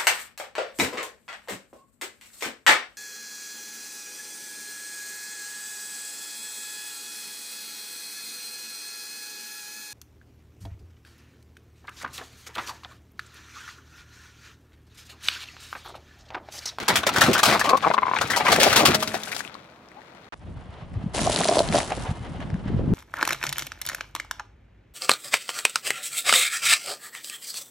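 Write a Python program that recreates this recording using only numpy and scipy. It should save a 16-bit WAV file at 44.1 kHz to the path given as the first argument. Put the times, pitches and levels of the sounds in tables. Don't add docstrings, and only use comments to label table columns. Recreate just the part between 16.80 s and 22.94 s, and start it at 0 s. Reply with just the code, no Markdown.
import sys
import numpy as np
from scipy import signal
from scipy.fft import rfft, irfft, next_fast_len
from scipy.io import wavfile

SR = 44100
rng = np.random.default_rng(int(sys.argv[2]) if len(sys.argv) > 2 else 0)


def dump(signal):
    limited = np.clip(np.atleast_2d(signal).T, -1, 1)
    pcm = np.round(limited * 32767).astype(np.int16)
    wavfile.write(sys.argv[1], SR, pcm)


N = 270685

# f/Hz, relative level per Hz/dB
SHELL_COLOUR = [(150, -39), (250, -29.5), (420, -11.5), (499, -9.5), (624, -5), (961, -4), (1610, 0),
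                (4240, -3), (7000, -11), (15500, -21)]
# multiple of its pitch, level/dB, t60/s
CORE_MODES = [(1.0, 1.5, 0.021), (.68, -7, 0.022), (1.4, -9, 0.019), (.37, -19, 0.013)]


def from_db(db):
    return 10 ** (np.asarray(db) / 20)


def rms_one(x):
    return x / np.sqrt(np.mean(x ** 2) + 1e-20)


def in_time(rows):
    s, *columns = np.transpose(rows)
    return [np.interp(np.arange(N) / SR, s, column) for column in columns]


def at_hz(points, hz):
    point_hz, value = np.array(points).T
    return np.interp(np.log(hz), np.log(point_hz), value)


def drift(rate_hz):
    r = np.exp(-80 * np.pi * rate_hz / SR)
    noise = rng.standard_normal(N // 40 + 2002)
    slow = signal.lfilter([1], [1, -2 * r, r * r], noise)[2000:]
    return np.interp(np.arange(N) / 40, np.arange(len(slow)), rms_one(slow))


def ring(x, hz, t60):
    r, w = from_db(-60 / (t60 * SR)), 2 * np.pi * hz / SR
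    return signal.lfilter([0, np.sin(w)], [1, -2 * r * np.cos(w), r * r], x + 1e-18)


def band(x, low_hz, high_hz):
    return signal.sosfilt(signal.butter(2, [low_hz, high_hz], "band", fs=SR, output="sos"), x)


def split(x, corner_hz):
    low = signal.lfilter(*signal.butter(1, corner_hz, fs=SR), x)
    return rms_one(low), rms_one(x - low)


def grains(per_s, spread_db):
    size_db = spread_db * np.minimum(rng.exponential(1, (2, N)), 5)
    signs = rng.choice([-1, 1], (2, N))
    falls = rng.random((2, N)) < per_s / SR
    return rms_one(from_db(size_db) * signs * falls)


def coloured(pair, spectrum):
    # f/Hz, correlation
    likeness = [(60, 1), (180, 1), (550, 0.93), (1650, 0.47), (4970, 0.73), (15000, 0.07)]
    size = next_fast_len(N)
    hz = np.maximum(np.arange(size // 2 + 1) * SR / size, 10)
    alike = np.clip(at_hz(likeness, hz), 0, 1)
    mid, side = rfft(pair, size) * from_db(at_hz(spectrum, hz))
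    stereo = np.sqrt(1 + alike) * mid + np.sqrt(1 - alike) * side * [[1], [-1]]
    return rms_one(irfft(stereo, size)[:, :N])


def add(out, s, sound):
    at = round(s * SR)
    out[..., at:at + sound.shape[-1]] += sound[..., :N - at]


def slip_train(per_s):
    return np.diff(np.floor(np.cumsum(per_s / SR)), prepend=0)


def struck(hits, modes, spread_db):
    at, out = [round(s * SR) for s, db in hits], np.zeros(N)
    chance = rng.normal(0, 1, (len(at), len(modes)))
    hit_db = np.array(hits)[:, 1]
    for k, (hz, mode_db, t60) in enumerate(modes):
        clicks = np.zeros(N)
        clicks[at] = from_db(hit_db + mode_db + spread_db * chance[:, k])
        out += ring(clicks, hz, t60)
    return out


def under_car(x):
    out, dull = x.copy(), band(x, 200, 8600)
    lags = (rng.uniform(0.002018, .025, 12) * SR).astype(int)
    for k, lag in enumerate(lags):
        source, sign = k // 2 % 2, (-1) ** (k // 4)
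        out[k % 2, lag:] += from_db(-15.5 - 400 * lag / SR) * dull[source, :-lag] * sign
    return out


def road():
    # f/Hz, relative level per Hz/dB
    road_colour = [(24, -49), (40, -6), (178, 2), (421, -1.5), (654, 0.5), (856, -3.5), (1020, -2.5),
                   (3550, -23), (8580, -37), (14000, -37)]
    return from_db(-51.5) * coloured(rng.standard_normal((2, N)), road_colour)


def crackle(load_db, busy):
    body, _ = split(coloured(grains(1500, spread_db=3.5), SHELL_COLOUR), 670)
    patches = np.zeros((2, N))
    for k, hz in enumerate((450, 760, 1280, 2160, 3650, 6170)):
        patches += (-1) ** k * band(body, hz / 1.146, hz * 1.25) * from_db(2.0 * busy * drift(55))
    return from_db(load_db) * rms_one(patches)


def fizz(over_db, busy):
    _, treble = split(coloured(grains(1500, spread_db=3.5), SHELL_COLOUR), 670)
    return treble * from_db(4.0 * busy * drift(45)) * from_db(-41.5 + 1.18 * over_db)


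def thuds(over_db):
    # t/s, level/dB
    thumps = [(0.088, -28.5), (0.469, -22.5), (2.0, -23), (2.07, -21)]
    rise_s, t60_s = .015, 0.3
    white, t = rng.standard_normal((3, N)), np.arange(SR // 2) / SR
    weight = from_db(-40 + over_db)
    for s, db in thumps:
        add(weight, s, from_db(db - 60 * t / t60_s) * np.minimum(t / rise_s, 1))
    noise = rms_one(band(white[0] + 0.26 * white[1:], 81, 343))
    return noise * weight * from_db(3.13 * drift(33))


def grind():
    # t/s, level/dB
    loads = [(0, -30.5), (.06, -40.5), (.11, -27), (.24, -40), (.44, -25.5), (.62, -37), (.7, -20.5),
             (.79, -35), (1.0, -40), (1.08, -35.5), (1.15, -48), (1.45, -33.5), (1.62, -38), (1.68, -28),
             (1.71, -27), (1.8, -28.5), (1.945, -26.5), (1.98, -22.5), (2.03, -38.5), (2.1, -23),
             (2.14, -28), (2.18, -38), (2.65, -48), (3.0, -62), (3.35, -56), (3.48, -59)]
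    load_db, = in_time(loads)
    over_db = load_db + 35
    busy = np.clip((load_db + 60) / 15, .6, 1)
    return crackle(load_db, busy) + fizz(over_db, busy) + thuds(over_db)


def cracks():
    # t/s, level/dB, ring f/Hz, treble against that level/dB, time to fall 40 dB/s
    shells = [(0.081, -9, 1390, -5, 0.039), (0.087, -5, 974, -27, 0.078), (0.156, -14, 3730, -1.5, 0.079),
              (0.165, -16.5, 2300, -25, 0.024), (0.2338, -10, 1400, -30, 0.022),
              (0.2663, -2.5, 610, -15, 0.041), (0.29, -8, 1410, -17, 0.025),
              (0.337, -22.5, 1070, -8.5, 0.055), (0.361, -8.5, 1950, -13.5, 0.054),
              (0.382, -12, 1270, -13, 0.028), (0.409, -12, 1810, -1, 0.037), (0.416, -1, 1800, -15, 0.036),
              (0.436, -8, 745, -14.5, 0.08), (0.462, -12, 1330, -20.5, 0.087), (0.531, -15, 3940, 0, 0.048),
              (0.55, -10, 1520, -36, 0.065), (0.5794, -11.5, 2130, -5, 0.018),
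              (0.589, -10.5, 1770, -10, 0.045), (0.631, -3, 1320, -8, 0.054), (0.652, -12, 1550, -8, 0.18),
              (0.725, -8, 1210, -27, 0.086), (0.794, -13, 1730, -5.5, 0.05),
              (0.811, -14.5, 1810, -35, 0.041), (0.841, -13.5, 895, -21, 0.12),
              (0.86, -19, 3120, -11, 0.017), (0.892, -4.5, 1130, -18.5, 0.038),
              (0.97, -19, 1160, -8.5, 0.028), (1.025, -15.5, 1090, -32, 0.046),
              (1.138, -10, 980, -26, 0.029), (1.361, -15.5, 2390, -44, 0.039),
              (1.387, -13.5, 2770, -40, 0.013), (1.412, -11.5, 1400, -12.5, 0.047),
              (1.501, -14.5, 1980, -7.5, 0.073), (1.533, -15.5, 2010, -36, 0.074),
              (1.5622, -10.5, 1310, -9.5, 0.076), (1.6, -10.5, 800, -50, 0.08),
              (1.651, -9.5, 1020, -25, 0.068), (1.666, -10.5, 2300, -26, 0.033),
              (1.682, -5, 1150, -21, 0.039), (1.699, -8, 830, -29, 0.055), (1.717, -2.5, 800, -12.5, 0.073),
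              (1.76, -10.5, 2870, -8.5, 0.025), (1.799, -5, 575, -15, 0.31),
              (1.831, -0.5, 920, -7.5, 0.023), (1.928, -7.5, 1900, -10, 0.03),
              (1.959, -5, 1030, -6.5, 0.098), (1.991, -8, 640, -29, 0.13), (2.052, -7, 1480, -3.5, 0.078),
              (2.145, -3.5, 694, -10.5, 0.036), (2.202, -30, 1190, -2, 0.087),
              (2.225, -10.5, 1180, -10, 0.031), (2.275, -22, 2880, 0.5, 0.021),
              (2.34, -15, 740, -15, 0.062), (2.433, -37, 2720, 7, 0.023), (2.473, -27.5, 930, -19, 0.1),
              (2.515, -31, 2440, -5, 0.074), (2.547, -24, 587, -8, 0.026), (2.564, -16, 725, -7.5, 0.013),
              (2.589, -32.5, 2830, 1, 0.047),]
    crest_db = 12.5
    dull_over_ring, dull_share = 5.9, 0.12
    out, t = np.zeros((2, N)), np.arange(SR // 7) / SR
    body, treble = split(coloured(grains(3000, spread_db=3.0), SHELL_COLOUR), 5300)
    snap = band(t == 0, 250, 6300)
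    overtones = 2 ** rng.uniform(-0.69, 2.365, (len(shells), 4))
    for (s, level_db, hz, treble_db, length), multiples in zip(shells, overtones):
        at = round(s * SR)
        fall = from_db(-40 * (t / max(length, .01)) ** 1.397) * np.minimum(t / 0.0017, 1)
        burst = body[:, at:at + len(t)] * fall + 9.0 * snap
        corner_hz = min(hz * dull_over_ring, 9000)
        dull = signal.sosfilt(signal.butter(2, corner_hz, fs=SR, output="sos"), burst)
        burst = dull + (burst - dull) * from_db(dull_share * min(treble_db, 0))
        push = burst.mean(axis=0)
        piece = ring(push, hz, 11.1 / hz) * hz / SR
        for mode_hz in np.minimum(hz * multiples, 9000):
            piece += .3 * ring(push, mode_hz, 20.0 / mode_hz) * np.sqrt(hz * mode_hz) / SR
        bright = treble[:, at:at + len(t)] * fall ** 1.01 * from_db(level_db + treble_db)
        add(out, s, from_db(level_db - crest_db) * (burst + 4.5 * piece) + bright)
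    return out


def knocks():
    # t/s, peak/dB
    drops = [(.268, -9), (1.958, -15), (2.144, -15), (2.343, -13)]
    out = np.zeros(N)
    blow = band(band(np.arange(SR // 20) == 0, 230, 1100), 230, 1100)
    for s, peak_db in drops:
        add(out, s, from_db(peak_db) * blow / np.abs(blow).max())
    return out


def groans():
    # start t/s, length/s, level/dB, centre f/Hz
    drags = [(0.464, 0.071, -17.5, 427), (0.735, 0.046, -19.5, 1050), (1.049, 0.044, -15.5, 910),
             (1.771, 0.031, -18.5, 590), (1.847, 0.045, -16, 670), (2.006, 0.058, -19, 640)]
    out = np.zeros(N)
    train = slip_train(210 * from_db(3.0 * drift(60))) * from_db(rng.normal(0, 2.0, N))
    train = band(train, 150, 2900)
    for s, length, level_db, centre_hz in drags:
        slips = train[round(s * SR):round((s + length) * SR)]
        hollows = np.zeros(len(slips))
        for hz in 220 * 2 ** np.arange(0, 2.8, .2):
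            near = np.exp(-.5 * (np.log2(hz / centre_hz) / 0.15) ** 2)
            hollows += ring(slips * near, hz, 8.4 / hz)
        add(out, s, rms_one(hollows) * from_db(level_db) * np.hanning(len(slips)))
    return out


def tube():
    # t/s, level/dB
    tube_hits = [(.66, -33), (1.1, -37), (1.97, -30), (2.15, -30)]
    # f/Hz, level/dB, t60/s
    tube_modes = [(215, 0, 1.0), (425, -3, 0.9), (630, -1, 0.8)]
    return struck(tube_hits, tube_modes, spread_db=1.5)


def squawk():
    # t/s, level/dB, slips per second/Hz
    slipping = [(.862, -30, 240), (.875, -13.5, 304), (.9, -30, 272), (.907, -15, 147), (.913, -12.5, 220),
                (.924, -20.5, 200), (.93, -9, 245), (.955, -12.5, 278), (.96, -40, 200)]
    # f/Hz, level/dB, t60/s
    rim_modes = [(1090, -0.5, 0.03), (670, 4, 0.0037), (2320, -9, 0.01)]
    level_db, per_s = in_time(slipping)
    t = np.arange(N) / SR
    active = (t > slipping[0][0]) * (t < slipping[-1][0])
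    slips = slip_train(per_s * from_db(0.15 * drift(95))) * active
    slips = slips * from_db(level_db + rng.normal(0, 2.2, N))
    rim = sum(from_db(db) * ring(slips, hz, t60) for hz, db, t60 in rim_modes)
    return band(rim, 330, 1280)


def creaks():
    # t/s, level/dB, f/Hz
    wheel_slips = [(0.976, -16, 1090), (1.041, -11, 1260), (1.047, -6.5, 1120), (1.102, -8.5, 657),
                   (1.112, -8.5, 960), (1.141, -9, 1090), (1.168, -17, 1020), (1.179, -8, 1060),
                   (1.184, -6.5, 1090), (1.22, -19, 1030), (1.226, -14.5, 1040), (1.231, -6.5, 1030),
                   (1.254, -15, 1010), (1.267, -11.5, 1064), (1.281, -12, 980), (1.29, -13, 1023),
                   (1.313, -10, 1000), (1.335, -9.5, 1040), (1.35, -14, 1060), (1.368, -13.5, 890),
                   (1.607, -7.5, 850)]
    # f/Hz before bending, level/dB, t60/s
    upper_modes = [(2204, -15, 0.02), (2540, -23, 0.015), (3500, -31, 0.01)]
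    t60_s, rim_bends = 0.025, .04
    out, t = np.zeros(N), np.arange(SR // 15) / SR
    chance = rng.normal(0, 1, (len(wheel_slips), len(upper_modes), 2))
    chatter = 1 + .35 * rms_one(band(rng.standard_normal((len(wheel_slips), len(t))), 100, 700))
    for (s, level_db, hz), draws, rough in zip(wheel_slips, chance, chatter):
        pluck = from_db(-60 * t / t60_s) * np.sin(2 * np.pi * hz * t)
        for (mode_hz, db, t60), (strength, bend) in zip(upper_modes, draws):
            mode_gain = from_db(db + 3.0 * strength + level_db + 9.5 - 60 * t / t60)
            pluck = pluck + mode_gain * np.sin(2 * np.pi * mode_hz * (1 + rim_bends * bend) * t)
        release = 1 - np.exp(-t / 0.00059)
        add(out, s, from_db(level_db) * release * pluck * rough)
    return out


def skitter():
    start_s, end_s = 1.41, 2.564
    t = np.arange(N) / SR
    moving = np.interp(t, [start_s - .05, start_s, end_s, end_s + 0.14], [0, 1, 1, 0])
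    shards = rms_one(band(grains(3400, spread_db=1.5), 2500, 11000))
    return from_db(-47 + 4.5 * drift(40)) * moving * shards


def snaps(rows, cycles, spray_share):
    out, t = np.zeros((2, N)), np.arange(SR // 40) / SR
    grit, sides = rng.standard_normal((len(rows), 2, len(t))), rng.normal(0, 1, (len(rows), 1))
    for (s, level_db, hz), spray, side in zip(rows, grit, sides):
        click = np.sin(2 * np.pi * hz * t) * from_db(-60 * t * hz / cycles)
        burst = click + spray_share * band(spray, 1200, 9600) * from_db(-60 * t / 0.0066)
        add(out, s, from_db(level_db + 0.5 * side * [[1], [-1]]) * burst)
    return out


def scrape():
    start_s, length_s, level_db, from_hz, to_hz = 3.148, .065, -46, 730, 930
    out, count = np.zeros(N), round(length_s * SR)
    rough = 1 + 0.66 * rms_one(band(rng.standard_normal(count), 30, 190))
    tone = np.sin(2 * np.pi * np.cumsum(np.linspace(from_hz, to_hz, count)) / SR)
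    add(out, start_s, from_db(level_db) * np.hanning(count) * rough * tone)
    return out


def toy_place():
    # t/s, level/dB, f/Hz
    shard_ticks = [(2.318, -23, 1770), (2.474, -23.5, 1530), (2.529, -16, 2370), (2.606, -18, 1660),
                   (2.65, -26, 2560), (2.677, -27, 3070), (2.743, -29, 4300), (2.752, -30, 1090),
                   (3.087, -43, 5500), (3.117, -38, 2000), (3.218, -39, 1890)]
    # t/s, left over right in the middle range/dB
    wreck_side = [(0.0, 2), (.84, 4.5), (1.15, 8.5), (1.7, 4.5), (2.42, 8), (2.67, 14), (2.9, 14.5),
                  (3.49, 16.5)]
    lag_per_s = 1.4
    close = cracks() + knocks() + groans() + squawk() + creaks() + scrape()
    close = close + snaps(shard_ticks, cycles=16.0, spray_share=0.18)
    wreck = under_car(band(close, 120, 18000)) + grind() + skitter()
    middle = band(wreck, 390, 10800)
    side_db, = in_time(wreck_side)
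    wreck = wreck + middle * (from_db(side_db * [[.5], [-.5]]) - 1)
    late = np.round(np.arange(N) * (1 - lag_per_s / SR)).astype(int)
    wreck[1] = wreck[1][late]
    return wreck + tube() + road()


def scuff():
    noise = rms_one(band(rng.standard_normal((2, N)), 270, 1970))
    return from_db(-37.5) * noise * (np.arange(N) / SR < 3.543)


def splits():
    clicks = grains(480, spread_db=3.0)
    clicks = clicks[0] + .5 * clicks
    dealt = rng.integers(0, 12, N)
    out = np.zeros((2, N))
    for k, hz in enumerate(np.geomspace(2300, 9500, 12)):
        out += ring(clicks * (dealt == k), hz, 3.2 / hz)
    return rms_one(out)


def crunch(press_db):
    # f/Hz, relative level per Hz/dB
    kernel_colour = [(940, -10), (1600, -12), (3080, -8), (3950, -6), (5370, -8), (8570, -8), (11000, -7),
                     (14300, -15.5)]
    kernels = coloured(grains(6000, spread_db=5.0), kernel_colour)
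    return from_db(press_db - 4 + 2.5 * drift(60)) * kernels + from_db(press_db - 11) * splits()


def hum(press_db):
    # t/s, level/dB
    car_level = [(3.53, -61), (3.65, -54), (4.3, -52.5), (4.9, -40), (5.3, -43.5), (6.0, -45.5),
                 (6.13, -52)]
    # f/Hz, relative level per Hz/dB
    hum_colour = [(180, -53), (300, -1.5), (719, 4), (1400, -4), (2100, -7.5), (2330, -11), (2920, -9.5),
                  (11000, -42.5), (14300, -68)]
    car_db, = in_time(car_level)
    gain = from_db(car_db) + from_db(press_db - 8.5)
    return gain * from_db(3.05 * drift(14.7)) * coloured(rng.standard_normal((2, N)), hum_colour)


def rumble(press_db):
    noise = rms_one(band(rng.standard_normal(N), 135, 303))
    return from_db(press_db - 10.5 + 3.3 * drift(26)) * noise


def core_creak(press_db):
    core_hz = 617
    breaks = grains(300, spread_db=4.5)[0]
    rings = sum(from_db(db) * ring(breaks, k * core_hz, t60) for k, db, t60 in CORE_MODES)
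    return from_db(press_db - 8.0) * rms_one(rings)


def wind():
    # t/s, level/dB
    gusts = [(3.53, -55), (3.7, -35.5), (3.97, -47), (4.21, -34.5), (4.32, -39), (4.45, -26.5), (4.65, -54),
             (4.9, -26.5), (5.05, -42), (5.2, -33.5), (5.28, -41), (5.5, -34), (5.76, -31.5), (5.85, -33.5),
             (5.95, -23), (6.04, -24), (6.13, -18.5)]
    calm_db, calm_hz, octaves_per_db = -45, 95, .018
    spread_octaves = .65
    level_db, = in_time(gusts)
    centre_hz = calm_hz * 2 ** (octaves_per_db * (level_db - calm_db))
    common, own = rng.standard_normal(N), rng.standard_normal((2, N))
    out = np.zeros((2, N))
    for hz in 40 * 2 ** np.arange(0, 3.6, .5):
        near = np.exp(-.5 * (np.log2(hz / centre_hz) / spread_octaves) ** 2)
        out += near * rms_one(band(common + 0.83 * own, hz / 1.304, hz * 1.16))
    out += from_db(-5) * rms_one(band(common + 0.18 * own, 24.5, 84))
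    return from_db(level_db + 1.34 * drift(25)) * out


def buffets():
    # middle t/s, peak/dB, f/Hz, number of cycles
    eddies = [(3.773, -25.5, 88, 1.33), (3.899, -33, 85, 3.3), (4.029, -29.5, 127.7, 2.5),
              (4.169, -21.5, 106, 4), (4.242, -19.5, 172, 1.8), (4.267, -18.5, 176, 3.2),
              (4.417, -15, 232, 1.55), (4.441, -21.5, 198, 2.8), (4.903, -19.5, 192, 5.3),
              (5.294, -16.5, 105, 1.9), (5.314, -14.5, 123, 1.4), (5.734, -15, 111, 2),
              (5.75, -16, 175, 3.4), (5.862, -18, 188, 1.9), (5.903, -17.5, 256, 1.54),
              (5.947, -12.5, 141, 2.04), (5.967, -18, 121, 2), (5.996, -20.5, 465, 4.5),
              (6.043, -16, 240, 1.2), (6.08, -14, 160, 1.5), (6.125, -15.5, 188, 4.5)]
    out = np.zeros(N)
    for s, peak_db, hz, turns in eddies:
        cycles = np.arange(round(turns * SR / hz)) * hz / SR
        rock = np.hanning(len(cycles)) * np.sin(2 * np.pi * cycles)
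        add(out, s - turns / hz / 2, from_db(peak_db) * rock)
    return out


def pops():
    # t/s, level/dB, core ring f/Hz
    breaks = [(4.392, -21, 636), (4.462, -14.5, 624), (4.473, -8.5, 707), (4.497, -10.5, 613),
              (4.546, -16.5, 626), (4.562, -18, 600), (4.6, -16, 715), (4.609, -10, 734),
              (4.6545, -10.5, 665), (4.687, -13, 633), (4.692, -8, 658), (4.713, -8, 674),
              (4.723, -10.5, 670), (4.756, -10, 660), (4.77, -7.5, 586), (4.785, -10, 624),
              (4.791, -6, 643), (4.8045, -5, 600), (4.925, -22, 686), (4.946, -7, 630), (4.958, -8.5, 623),
              (4.968, -15, 660), (4.984, -11.5, 750), (5.105, -23.5, 770), (5.119, -16, 750),
              (5.176, -19, 557)]
    rise_s = 0.0005
    out, t = np.zeros(N), np.arange(SR // 15) / SR
    chance = rng.normal(0, 1, (len(breaks), len(CORE_MODES)))
    for (s, level_db, hz), draws in zip(breaks, chance):
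        for (k, db, t60), strength in zip(CORE_MODES, draws):
            fall = from_db(level_db + db + 1.7 * strength - 60 * t / t60)
            swell = (1 - np.exp(-t / rise_s)) * fall
            add(out, s, swell * np.sin(2 * np.pi * k * hz * t))
    after_ring = (668, -27, 0.28)
    return out + struck([row[:2] for row in breaks], [after_ring], spread_db=3.0)


def whine():
    start_s, end_s = 5.33, 5.48
    out, count = np.zeros(N), round((end_s - start_s) * SR)
    for hz, db in ((2121, -57), (2961, -60)):
        waver = 1 + .006 * drift(15)[:count]
        tone = np.sin(2 * np.pi * np.cumsum(hz * waver) / SR)
        add(out, start_s, from_db(db) * np.sqrt(np.hanning(count)) * tone)
    return out


def cob_place():
    # t/s, level/dB
    pressing = [(3.53, -66), (4.1, -69), (4.33, -64.5), (4.345, -27), (4.8, -26), (4.83, -34),
                (4.91, -36.5), (4.95, -25), (5.01, -26), (5.05, -37.5), (5.3, -44.5), (5.36, -52.5),
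                (5.85, -63.5), (6.13, -64)]
    # t/s, level/dB, f/Hz
    kernel_snaps = [(3.941, -37, 3160), (4.141, -36, 2140), (4.356, -17, 7120), (4.381, -14, 2770),
                    (4.3925, -14.5, 2000), (4.4427, -12, 6650), (4.4683, -8, 6150), (4.5255, -13, 3520),
                    (4.5615, -3.5, 4300), (4.578, -15, 1900), (4.6154, -9, 3580), (4.6355, -12, 1860),
                    (4.6454, -8, 4280), (4.6534, -14, 3500), (4.6746, -6.5, 8330), (4.687, -4, 4900),
                    (4.6914, -12, 4500), (4.713, -14, 4020), (4.7556, -14, 4110), (4.7695, -15, 3900),
                    (4.784, -8, 4470), (4.792, -1, 4140), (4.8886, -11, 4150), (4.9257, -10.5, 2210),
                    (4.9318, -16, 3730), (4.9536, -9, 5850), (4.959, -10, 5080), (4.9674, -18, 3350),
                    (4.9793, -9, 3370), (5.0034, -12, 2160), (5.1057, -19, 2000), (5.122, -17, 2500),
                    (5.1556, -32, 1560), (5.6043, -26, 1960), (5.7025, -28, 1840), (5.7427, -26, 1670),
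                    (5.8815, -31, 1500)]
    press_db, = in_time(pressing)
    core = band(pops() + core_creak(press_db), 150, 2200)
    close = under_car(core + snaps(kernel_snaps, cycles=8.4, spray_share=0.3))
    pressed = crunch(press_db) + hum(press_db) + rumble(press_db)
    both = close + pressed + scuff() + wind() + buffets() + whine()
    both = both * from_db([[.3], [-.3]])
    return signal.sosfilt(signal.cheby2(10, 30, 11200, fs=SR, output="sos"), both)


def scene():
    t = np.arange(N) / SR
    hiss = from_db(-83.0) * band(rng.standard_normal((2, N)), 60, 3000)
    return toy_place() * (t < 3.489) + cob_place() * (t > 3.523) + hiss


def record(dry):
    thin = signal.sosfilt(signal.butter(2, 45, "high", fs=SR, output="sos"), dry)
    rounded = np.tanh(thin)
    return signal.sosfilt(signal.cheby2(14, 70, 16900, fs=SR, output="sos"), rounded)


dry = scene()
out = record(dry)
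dump(out)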